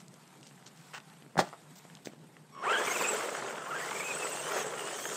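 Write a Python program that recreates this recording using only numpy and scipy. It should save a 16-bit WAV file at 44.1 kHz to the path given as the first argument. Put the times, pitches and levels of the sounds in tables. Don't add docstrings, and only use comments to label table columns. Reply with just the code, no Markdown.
import sys
import numpy as np
from scipy import signal
from scipy.fft import rfft, irfft, next_fast_len
from scipy.io import wavfile
from scipy.ndimage import uniform_filter1d, map_coordinates

SR = 44100
rng = np.random.default_rng(int(sys.argv[2]) if len(sys.argv) > 2 else 0)


def to_wav(sig):
    pcm = np.clip(np.atleast_2d(sig), -1, 1) * 32767
    pcm = np.round(pcm).astype(np.int16)
    wavfile.write(sys.argv[1], SR, pcm.T)


def decibels_to_gain(level_db):
    exponent = np.asarray(level_db, float) / 20
    return 10 ** exponent


N = 227688
TIME = np.arange(N) / SR

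# pitch in Hz, level in dB per Hz.
TRAFFIC_COLOUR = [(12, -61), (20, -26), (32, -52), (107, -20.5), (146, 1.5), (290, -11), (335, -12),
                  (447, -13.5), (1350, -29.5), (1500, -40), (1950, -61), (3300, -120)]
TRAFFIC_DB = -58
# pitch in Hz, level in dB per Hz.
RUSTLE_COLOUR = [(410, -28), (700, -2.5), (859, -2.5), (6270, -15.5), (8320, -10.5), (10200, -21),
                 (12500, -17), (13400, -41), (15000, -53)]
# time in seconds, level in dB.
RUSTLE_LEVEL = [(0, -61.5), (.4, -63), (.9, -60), (1.24, -63), (1.52, -61), (1.96, -61.5), (2.14, -65.5)]

# start in seconds, peak in dB, ring in Hz, low knock in dB.
SHOE_GRIT = [(0.0044, -47.5, 1450, -14), (0.0822, -40, 7440, -28), (0.141, -41.5, 7000, -8),
             (0.277, -47, 6500, -20), (0.3401, -51, 1920, -13), (0.411, -48, 6000, -20),
             (0.4299, -42, 3400, -20), (0.4675, -41, 4000, -19), (0.472, -39.5, 7000, -19),
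             (0.511, -48, 1750, -4), (0.578, -50, 2090, -10), (0.626, -46.5, 1846, -12),
             (0.661, -45, 4500, -18), (0.6655, -37, 4150, -18), (0.935, -37, 1500, -20),
             (1.0021, -42, 3410, -21), (1.1, -46, 2510, -18), (1.1384, -49, 3030, -8),
             (1.2233, -44, 2600, -1), (1.2636, -47, 1250, 3), (1.798, -48.5, 1640, -18),
             (1.8517, -46, 1350, 7.5), (1.9, -42.5, 2200, -18), (1.952, -36, 4500, -16),
             (1.971, -43, 2630, -24), (2.053, -44, 5000, -20), (2.058, -31, 5200, -14),
             (2.0715, -33, 2100, 5), (2.1346, -51, 1210, 9), (2.3675, -41, 1630, -19)]
# start in seconds, peak in dB, ring in Hz, low knock in dB.
TYRE_STONES = [(2.7236, -27, 1470, -13), (2.8723, -31, 1380, -1.5), (3.0117, -22, 1010, -12),
               (3.1946, -30, 1450, -15), (3.226, -33, 2500, -12), (3.282, -33, 520, -6),
               (3.325, -32, 660, -6), (3.4231, -31, 1210, -6), (3.581, -28, 1400, -6),
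               (3.8046, -37, 1956, -21), (3.9095, -32, 3020, -12), (3.9125, -23, 1300, -16),
               (3.917, -26, 950, -16), (4.247, -29, 700, -6), (4.361, -34, 2140, -15),
               (4.5648, -26.5, 1070, -12), (4.6648, -30.5, 7500, -8), (4.9154, -37, 1604, -8),
               (5.0545, -23.5, 1650, -16)]
SNAP = 6
# start in seconds, length in seconds, level in dB,
# sand over rubber in dB, dust over sand in dB.
SOLE_SCUFFS = [(.934, 0.056, -41, -10.5, -10), (2.047, 0.042, -60, 9, -5), (.662, 0.029, -62.5, 8, -30),
               (.43, 0.08, -66, 5, -30), (1.755, 0.046, -68, 10, 0), (2.115, .03, -59, -7, -30),
               (1.42, 0.088, -54, -4, -10), (.76, .14, -69, 2.5, -8), (2.545, 0.027, -60, -9, -30),
               (0.0, .025, -62, 4, -30)]
# pitch in Hz, width in Hz, level in dB.
SOLE_RINGS = [(680, 810, -4.5), (1450, 250, 3.5), (1860, 310, -3.5), (2820, 550, -4.5)]
# pitch in Hz, width in Hz, level in dB.
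SAND_RINGS = [(4230, 2700, -3), (8100, 1600, -2.5)]
# pitch in Hz, width in Hz, level in dB.
DUST_RINGS = [(14800, 2000, 0)]

# start in seconds, peak in dB,
# thump in dB, grit in dB, pitch of the part struck in Hz.
WHEEL_LANDINGS = [(1.355, -30, -14, -30, 500), (1.368, -21.5, -12, -28, 800), (1.377, -17, -6, -12, 1600),
                  (1.383, -24, -14, -20, 650), (1.3875, -13, -24, -14, 800), (1.391, -8.5, -24, -16, 600),
                  (1.396, -16, -32, -14, 620), (1.401, -18, -38, -6, 1900), (1.408, -19, -29, -14, 520),
                  (1.424, -30, -19, -14, 420), (1.44, -31, -20, -21, 350), (1.474, -36, -23.5, -21, 800),
                  (1.528, -33, -30, -30, 1250), (1.535, -32.5, -30, -30, 1300), (1.541, -38, -30, -30, 900)]
# pitch in Hz, width in Hz, level in dB.
BODY_RINGS = [(275, 180, -2), (647, 244, 5), (1310, 680, -4), (1940, 430, -2.5), (3400, 1200, -14),
              (7750, 4100, -20)]
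CONTACT_S = .024
PART_DB = 7
FAVOUR_DB = 4
PUSH_S, PUSH_DB, PUSH_LENGTH_S = 1.378, -56, .008

# time in seconds, chop pitch in Hz, level in dB.
STALLED_MOTOR = [(2.52, 1120, -64), (2.54, 1115, -54), (2.555, 1117, -43.5), (2.59, 1096, -43),
                 (2.62, 1095, -43), (2.65, 1092, -50)]
# multiple of the chop pitch, level in dB.
CHOP_OVERTONES = [(2, -65), (3, -73), (4, -77), (5, -65), (7, -74)]

# time in seconds, tyre roar in dB, drivetrain hiss in dB.
ROLLING_LEVELS = [(2.56, -53.5, -74), (2.62, -51, -63.5), (2.67, -42, -50.5), (2.75, -38, -46.5),
                  (2.86, -39.5, -41.5), (3.05, -38, -40.5), (3.14, -38, -41.5), (3.21, -39, -44),
                  (3.63, -44, -52.5), (3.67, -47, -53), (3.8, -45, -46.5), (4.08, -43, -44.5),
                  (4.44, -43, -45), (4.51, -37.5, -43.5), (4.6, -36, -43), (4.645, -41, -46),
                  (4.75, -41.5, -48), (5.16, -45, -43.5)]
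# pitch in Hz, level in dB per Hz.
ROAR_COLOUR = [(120, -34), (200, -11), (285, -11.5), (431, 2), (646, -4), (1100, -11), (1500, -18),
               (1950, -23), (3300, -120)]
# pitch in Hz, level in dB per Hz.
RATTLE_COLOUR = [(350, -29), (600, -5), (1330, 0), (2500, -9), (3120, -10), (3930, -20.5), (5000, -24.5),
                 (6500, -28), (11000, -120)]
# pitch in Hz, level in dB per Hz.
HISS_COLOUR = [(2060, -12), (3500, -2), (3940, -6), (6080, -2), (7900, 3), (9040, -4), (10600, -15.5),
               (12000, -28.5), (15600, -55), (22000, -120)]
# pitch in Hz, level in dB per Hz.
FIZZ_COLOUR = [(6760, -40), (11500, -11), (12300, -9), (13300, 1), (13800, 3), (14500, -1), (15000, -4),
               (15500, -12)]
# time in seconds, extra level in dB.
ROAD_CRACKS = [(2.672, 4.5), (2.72, 4), (2.8, 5), (2.88, 3), (2.93, 3), (3.02, 2.5), (4.57, 1.5),
               (4.67, 0.5)]
JOLT_S = 0.011
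RATTLE_DB, RATTLE_GROWS = 1, 1.17
TORQUE_DB, STALL_HZ, FREE_HZ = 6, 900, 3160
FIZZ_DB, FIZZ_GROWS, THROTTLE_FIZZ_DB = -57.5, 1.15, 3

# time in seconds, gear tooth pitch in Hz, steady whine in dB.
FIRST_PULL = [(2.615, 450, -56), (2.65, 800, -37), (2.675, 1130, -28.5), (2.72, 1350, -34),
              (2.77, 1505, -32), (2.828, 1600, -58), (2.848, 1950, -50), (2.98, 2320, -56),
              (3.15, 2540, -58)]
# time in seconds, gear tooth pitch in Hz, steady whine in dB.
SECOND_PULL = [(3.66, 1010, -44), (3.735, 1260, -44), (3.78, 1540, -56), (3.94, 2050, -58),
               (4.12, 2420, -58), (4.4, 2720, -59), (4.55, 3280, -58), (4.81, 2740, -56), (4.95, 3080, -52),
               (5.16, 3330, -59)]
# on in seconds, off in seconds.
THROTTLE_ON = [
    (2.62, 3.165),
    (3.66, 4.635),
    (4.785, 6),
]
# landing in seconds,
# bite length in seconds, overspin as a share, whine in dB, lead of the whine in seconds.
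WHEEL_BITES = [(2.7, .02, .06, -42, 0), (2.742, .018, .17, -36, .015), (2.785, .012, .13, -41, .015),
               (2.813, .016, .16, -35, -.004), (2.876, .016, .17, -40, .004), (2.907, .018, 0, -38, 0),
               (2.952, .02, .21, -37, 0), (2.996, .024, .13, -35, 0), (3.04, .03, .09, -36, 0),
               (3.1, .014, .09, -46, .02), (3.71, .02, .21, -40, 0), (3.752, .013, .13, -41, .022),
               (3.765, .016, .13, -37, -.002), (3.8, .016, .27, -41, 0), (3.838, .006, .16, -42, .024),
               (3.878, .014, .17, -40, 0), (3.924, .016, .13, -43, 0), (3.955, .022, .17, -43, 0),
               (3.996, .014, .21, -40, 0), (4.036, .04, .17, -44, .03), (4.07, .02, .08, -43, .012),
               (4.092, .034, .1, -42, 0), (4.15, .03, .1, -58, .04), (4.18, .065, .09, -47, -.012),
               (4.27, .03, .09, -56, 0), (4.3, .035, .07, -45, -.01), (4.365, .045, .06, -51, -.01),
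               (4.435, .06, .05, -51, 0), (4.6, .035, .04, -55, 0), (4.79, .03, .07, -52, 0)]
SPIN_UP_S = .022
# tooth pitch in Hz, level in dB.
SECOND_HARMONIC = [(600, 3), (1000, -21), (1330, -18), (1500, -15), (1660, -18), (1780, -32), (2650, -26),
                   (2950, -12), (3100, -2), (3330, 8)]
STANDING_START_DB = 9
# tooth pitch in Hz, level in dB.
THIRD_HARMONIC = [(1500, -33), (1900, -13), (2500, -4), (2800, -3), (3100, -12), (3400, -22)]
# start in seconds, length in seconds,
# lift of the third harmonic in dB.
CLEAR_RINGS = [(2.84, .03, 4), (2.905, .022, 7), (3.072, .032, 7), (3.11, .012, 5), (3.132, .014, 5),
               (4.045, .05, 2), (4.14, .05, 2), (4.235, .025, 4), (4.32, .02, 4), (4.365, .045, 1)]
# start in seconds, length in seconds, pitch in Hz, width in Hz, level in dB.
BEARING_SQUEALS = [(3.187, .018, 8300, 500, -52), (3.775, .03, 7800, 500, -58),
                   (4.658, .03, 7700, 700, -49), (4.84, .03, 8200, 400, -56), (5.05, .2, 7300, 600, -53)]

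# pitch in Hz, level in dB.
MICROPHONE = [(20, -18), (70, -25), (130, -0.5), (300, -3), (9000, 0.5), (11000, -14), (14000, -4),
              (15900, -9)]


def unit(x):
    return x / np.sqrt(np.mean(x ** 2) + 1e-20)


def peak1(x):
    return x / np.abs(x).max()


def add(out, s, x):
    part = out[round(s * SR):][:len(x)]
    part += x[:len(part)]


def curves(rows):
    s, *cols = np.transpose(rows)
    return [np.interp(TIME, s, c) for c in cols]


def law(points, hz):
    return decibels_to_gain(np.interp(hz, *np.transpose(points)))


def gate(start, end, edge):
    inside = np.minimum(TIME - start, end - TIME)
    return np.sin(np.pi / 2 * np.clip(inside / edge + .5, 0, 1)) ** 2


def wobble(rate):
    return map_coordinates(rng.standard_normal(int(N * rate / SR) + 4), [TIME * rate])


def filtered(x, response):
    m = next_fast_len(len(x) + 4096)
    return irfft(rfft(x, m) * response(np.fft.rfftfreq(m, 1 / SR)), m)[:len(x)]


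def resonant(x, modes):
    def response(f):
        return sum((-1) ** k * decibels_to_gain(db) * 1j * f * w / (c * c - f * f + 1j * f * w)
                   for k, (c, w, db) in enumerate(modes))
    return filtered(x, response)


def coloured(x, spectrum):
    hz, db = np.transpose(spectrum)
    return filtered(x, lambda f: decibels_to_gain(np.interp(np.log(f + 1), np.log(hz), db)))


def rush(spectrum, grain_db, grain_rate, patchy_db):
    lumpy = rng.standard_normal(N) * decibels_to_gain(grain_db * wobble(grain_rate))
    z = signal.stft(lumpy, nperseg=512)[2]
    patches = uniform_filter1d(rng.standard_normal(z.shape), size=5, axis=0)
    patches = unit(uniform_filter1d(patches, size=5, axis=1))
    noise = signal.istft(z * decibels_to_gain(patchy_db * patches), nperseg=512)[1][:N]
    return unit(coloured(noise, spectrum))


def burst(length, rise=0.00087):
    t = TIME[:SR // 8]
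    return rng.standard_normal(len(t)) * decibels_to_gain(-60 * t / length) * (1 - np.exp(-t / rise))


def blow(length):
    return burst(length, rise=.0003) + SNAP * (np.arange(SR // 8) == 2)


def drive():
    throttle = sum(gate(on, off, .03) for on, off in THROTTLE_ON)
    return (*curves(FIRST_PULL + SECOND_PULL), throttle)


def background():
    rustle_db, = curves(RUSTLE_LEVEL)
    hum = decibels_to_gain(TRAFFIC_DB) * rush(TRAFFIC_COLOUR, grain_db=1.5, grain_rate=12, patchy_db=1.5)
    rustle = rush(RUSTLE_COLOUR, grain_db=1.0, grain_rate=200, patchy_db=2.0)
    return hum + decibels_to_gain(rustle_db + 0.5 + 1.3 * wobble(13.9)) * rustle


def scuffs():
    rubber, sand, dust = np.zeros((3, N))
    for s, length, db, sand_db, dust_db in SOLE_SCUFFS:
        edges = np.minimum((TIME - s) / 0.0011, (s + length - TIME) / 0.0084)
        stroke = decibels_to_gain(db - 3 * (TIME - s) / length) * np.clip(edges, 0, 1)
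        rubber += stroke
        sand += decibels_to_gain(sand_db) * stroke
        dust += decibels_to_gain(sand_db + dust_db) * stroke
    grains = rng.standard_normal(N) * decibels_to_gain(3.4 * wobble(400) + 1.5 * wobble(120))
    dull = resonant(resonant(grains, SOLE_RINGS), [(1290, 5000, 0)])
    fine = resonant(resonant(grains, SAND_RINGS), [(6000, 7000, 0)])
    finest = resonant(resonant(grains, DUST_RINGS), DUST_RINGS)
    return rubber * unit(dull) + sand * unit(fine) + dust * unit(finest)


def crunches(table, width, snap_db, length, tick_db):
    out = np.zeros(N)
    for s, db, hz, knock_db in table:
        crack = resonant(blow(length), [(hz, width * hz, 0), (1.85 * hz, 0.58 * hz, snap_db)])
        crack = filtered(crack, lambda f: 1 / (1 + 1j * f / (1.7 * hz)) ** 2)
        knock = resonant(blow(.6 * length), [(293, 206, 0), (750, 550, -9)])
        tick = resonant(blow(0.52 * length), [(4800, 2300, 0), (8000, 2500, -2)])
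        tick = resonant(tick, [(6000, 6000, 0)])
        hit = peak1(crack) + decibels_to_gain(knock_db) * peak1(knock) + decibels_to_gain(tick_db - 2.0) * peak1(tick)
        add(out, s, decibels_to_gain(db + 1.5) * hit)
    return out


def landing():
    out = np.zeros(N)
    soft_blow = 3 * np.exp(-((np.arange(SR // 8) - 30) / 5) ** 2)
    for s, db, thump_db, grit_db, part_hz in WHEEL_LANDINGS:
        modes = [(hz, width, level - FAVOUR_DB * abs(np.log2(hz / part_hz)))
                 for hz, width, level in BODY_RINGS]
        place = sum(hz < part_hz for hz, *_ in BODY_RINGS)
        modes.insert(place, (part_hz, .2 * part_hz, PART_DB))
        body = resonant(burst(CONTACT_S, rise=0.0015) + soft_blow, modes)
        body = filtered(body, lambda f: 1 / (1 + 1j * f / 3500))
        grit = resonant(burst(2.1 * CONTACT_S), [(3800, 2500, 13), (7800, 3000, -16)])
        thump = resonant(resonant(burst(0.011), [(145, 60, 0)]), [(150, 210, 0)])
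        hit = peak1(body) + decibels_to_gain(thump_db) * peak1(thump) + decibels_to_gain(grit_db + 1) * peak1(grit)
        add(out, s, decibels_to_gain(db - 0.5) * hit)
    return out


def push():
    u = np.clip((TIME - PUSH_S) / PUSH_LENGTH_S, 0, 50)
    return decibels_to_gain(PUSH_DB) * np.e * u * (2 - u) * np.exp(-u)


def windings():
    hz, db = curves(STALLED_MOTOR)
    turn = 2 * np.pi * np.cumsum(hz) / SR
    jerks = .55 + .45 * np.cos(2 * np.pi * 80 * (TIME - 2.553))
    jerks = jerks * decibels_to_gain(3 * wobble(60))
    tone = decibels_to_gain(db + 2.5) * jerks * np.sin(turn + 0.7 * wobble(150))
    overtones = sum(decibels_to_gain(level + 2.7 * wobble(35)) * np.sin(round(k) * turn) for k, level in CHOP_OVERTONES)
    return gate(2.522, 2.65, .012) * (tone + overtones)


def rolling():
    roar_db, hiss_db = curves(ROLLING_LEVELS)
    road_hz, _, throttle = drive()
    torque = throttle * np.clip((FREE_HZ - road_hz) / (FREE_HZ - STALL_HZ), 0, 1)
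    jolt_db = sum(db * np.exp(-((TIME - s) / JOLT_S) ** 2) for s, db in ROAD_CRACKS)
    rattle_db = RATTLE_GROWS * (roar_db + 42) - 42 + RATTLE_DB + TORQUE_DB * torque + .3 * jolt_db
    fizz_db = FIZZ_DB + FIZZ_GROWS * (hiss_db + 43.5) + THROTTLE_FIZZ_DB * (throttle - 1) + .7 * jolt_db
    bumps = wobble(28.01)
    roar = rush(ROAR_COLOUR, grain_db=2.2, grain_rate=82, patchy_db=1.5)
    rattle = rush(RATTLE_COLOUR, grain_db=2.8, grain_rate=220, patchy_db=1.5)
    hiss = rush(HISS_COLOUR, grain_db=1.5, grain_rate=500, patchy_db=2.5)
    fizz = rush(FIZZ_COLOUR, grain_db=1.5, grain_rate=500, patchy_db=4)
    out = decibels_to_gain(roar_db + jolt_db + 0.6 * bumps) * roar
    out += decibels_to_gain(rattle_db - 2.0 + 0.95 * bumps) * rattle
    out += decibels_to_gain(hiss_db + 0.3 * jolt_db + 0.92 * bumps) * hiss
    out += decibels_to_gain(fizz_db + 2.2 * wobble(12)) * fizz
    return gate(2.56, 6, .04) * filtered(out, lambda f: f ** 4 / (f ** 4 + 165.0 ** 4))


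def gears():
    road_hz, steady_db, throttle = drive()
    slip = sum(share * np.interp(TIME, [s - SPIN_UP_S, s, s + life], [0, 1, 0])
               for s, life, share, *_ in WHEEL_BITES)
    hz = uniform_filter1d(road_hz * (1 + slip), round(0.0055 * SR))
    hz = hz * (1 + 0.00607 * wobble(60))
    turn = 2 * np.pi * np.cumsum(hz) / SR
    rough = road_hz / FREE_HZ

    first = throttle * decibels_to_gain(steady_db + 1.5 * wobble(35) * rough)
    first = first + sum(decibels_to_gain(db) * gate(s - lead, s + life, 0.012) for s, life, _, db, lead in WHEEL_BITES)
    second = first * law(SECOND_HARMONIC, hz) * decibels_to_gain(STANDING_START_DB * gate(2.6, 2.835, .02))
    third = throttle * decibels_to_gain(curves(ROLLING_LEVELS)[1]) * law(THIRD_HARMONIC, road_hz)
    clear = sum(decibels_to_gain(db) * gate(s, s + life, .01) for s, life, db in CLEAR_RINGS)

    runout = 1 + .2 * np.sin(turn / 12) + .35 * rough * wobble(700)
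    first_level = first * runout * decibels_to_gain(2.5 + 3.5 * rough * wobble(70))
    second_level = second * runout * decibels_to_gain(2 + 2.5 * rough * wobble(70))
    third_level = third * decibels_to_gain(1 + 2.5 * wobble(70)) * (.7 + clear + .8 * wobble(600))
    fifth_level = third * decibels_to_gain(-8 + 3 * wobble(40)) * wobble(1200)
    out = first_level * np.sin(turn + .5 * rough * wobble(300))
    out += second_level * np.sin(2 * turn + .6 * rough * wobble(300))
    out += third_level * np.sin(3 * turn)
    return out + fifth_level * np.sin(5 * turn)


def squeals():
    air = rng.standard_normal(N)
    out = np.zeros(N)
    for s, life, hz, width, db in BEARING_SQUEALS:
        ring = [(hz, width, 0)]
        out += decibels_to_gain(db) * gate(s, s + life, .015) * unit(resonant(resonant(air, ring), ring))
    return out


def yard(x):
    tail = filtered(burst(0.19), lambda f: 1 / (1 + 1j * f / 2500))
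    return signal.fftconvolve(np.pad(x, (300, 0)), tail / np.linalg.norm(tail))[:N]


def scene():
    near = scuffs()
    near += crunches(SHOE_GRIT, width=0.85, snap_db=-11, length=0.011, tick_db=-11)
    near += landing() + gears()
    near += crunches(TYRE_STONES, width=0.25, snap_db=-8.5, length=0.015, tick_db=-17)
    near += squeals()
    heard = coloured(near + decibels_to_gain(-18.5) * yard(near), MICROPHONE)
    return (background() + heard + push() + windings() + rolling())[None]


def band_limit(x):
    return signal.sosfilt(signal.butter(12, 15720, fs=SR, output="sos"), x)


def record(dry):
    mix = filtered(dry[0], lambda f: f < 15720)[None]
    return band_limit(mix)


dry = scene()
out = record(dry)
to_wav(out)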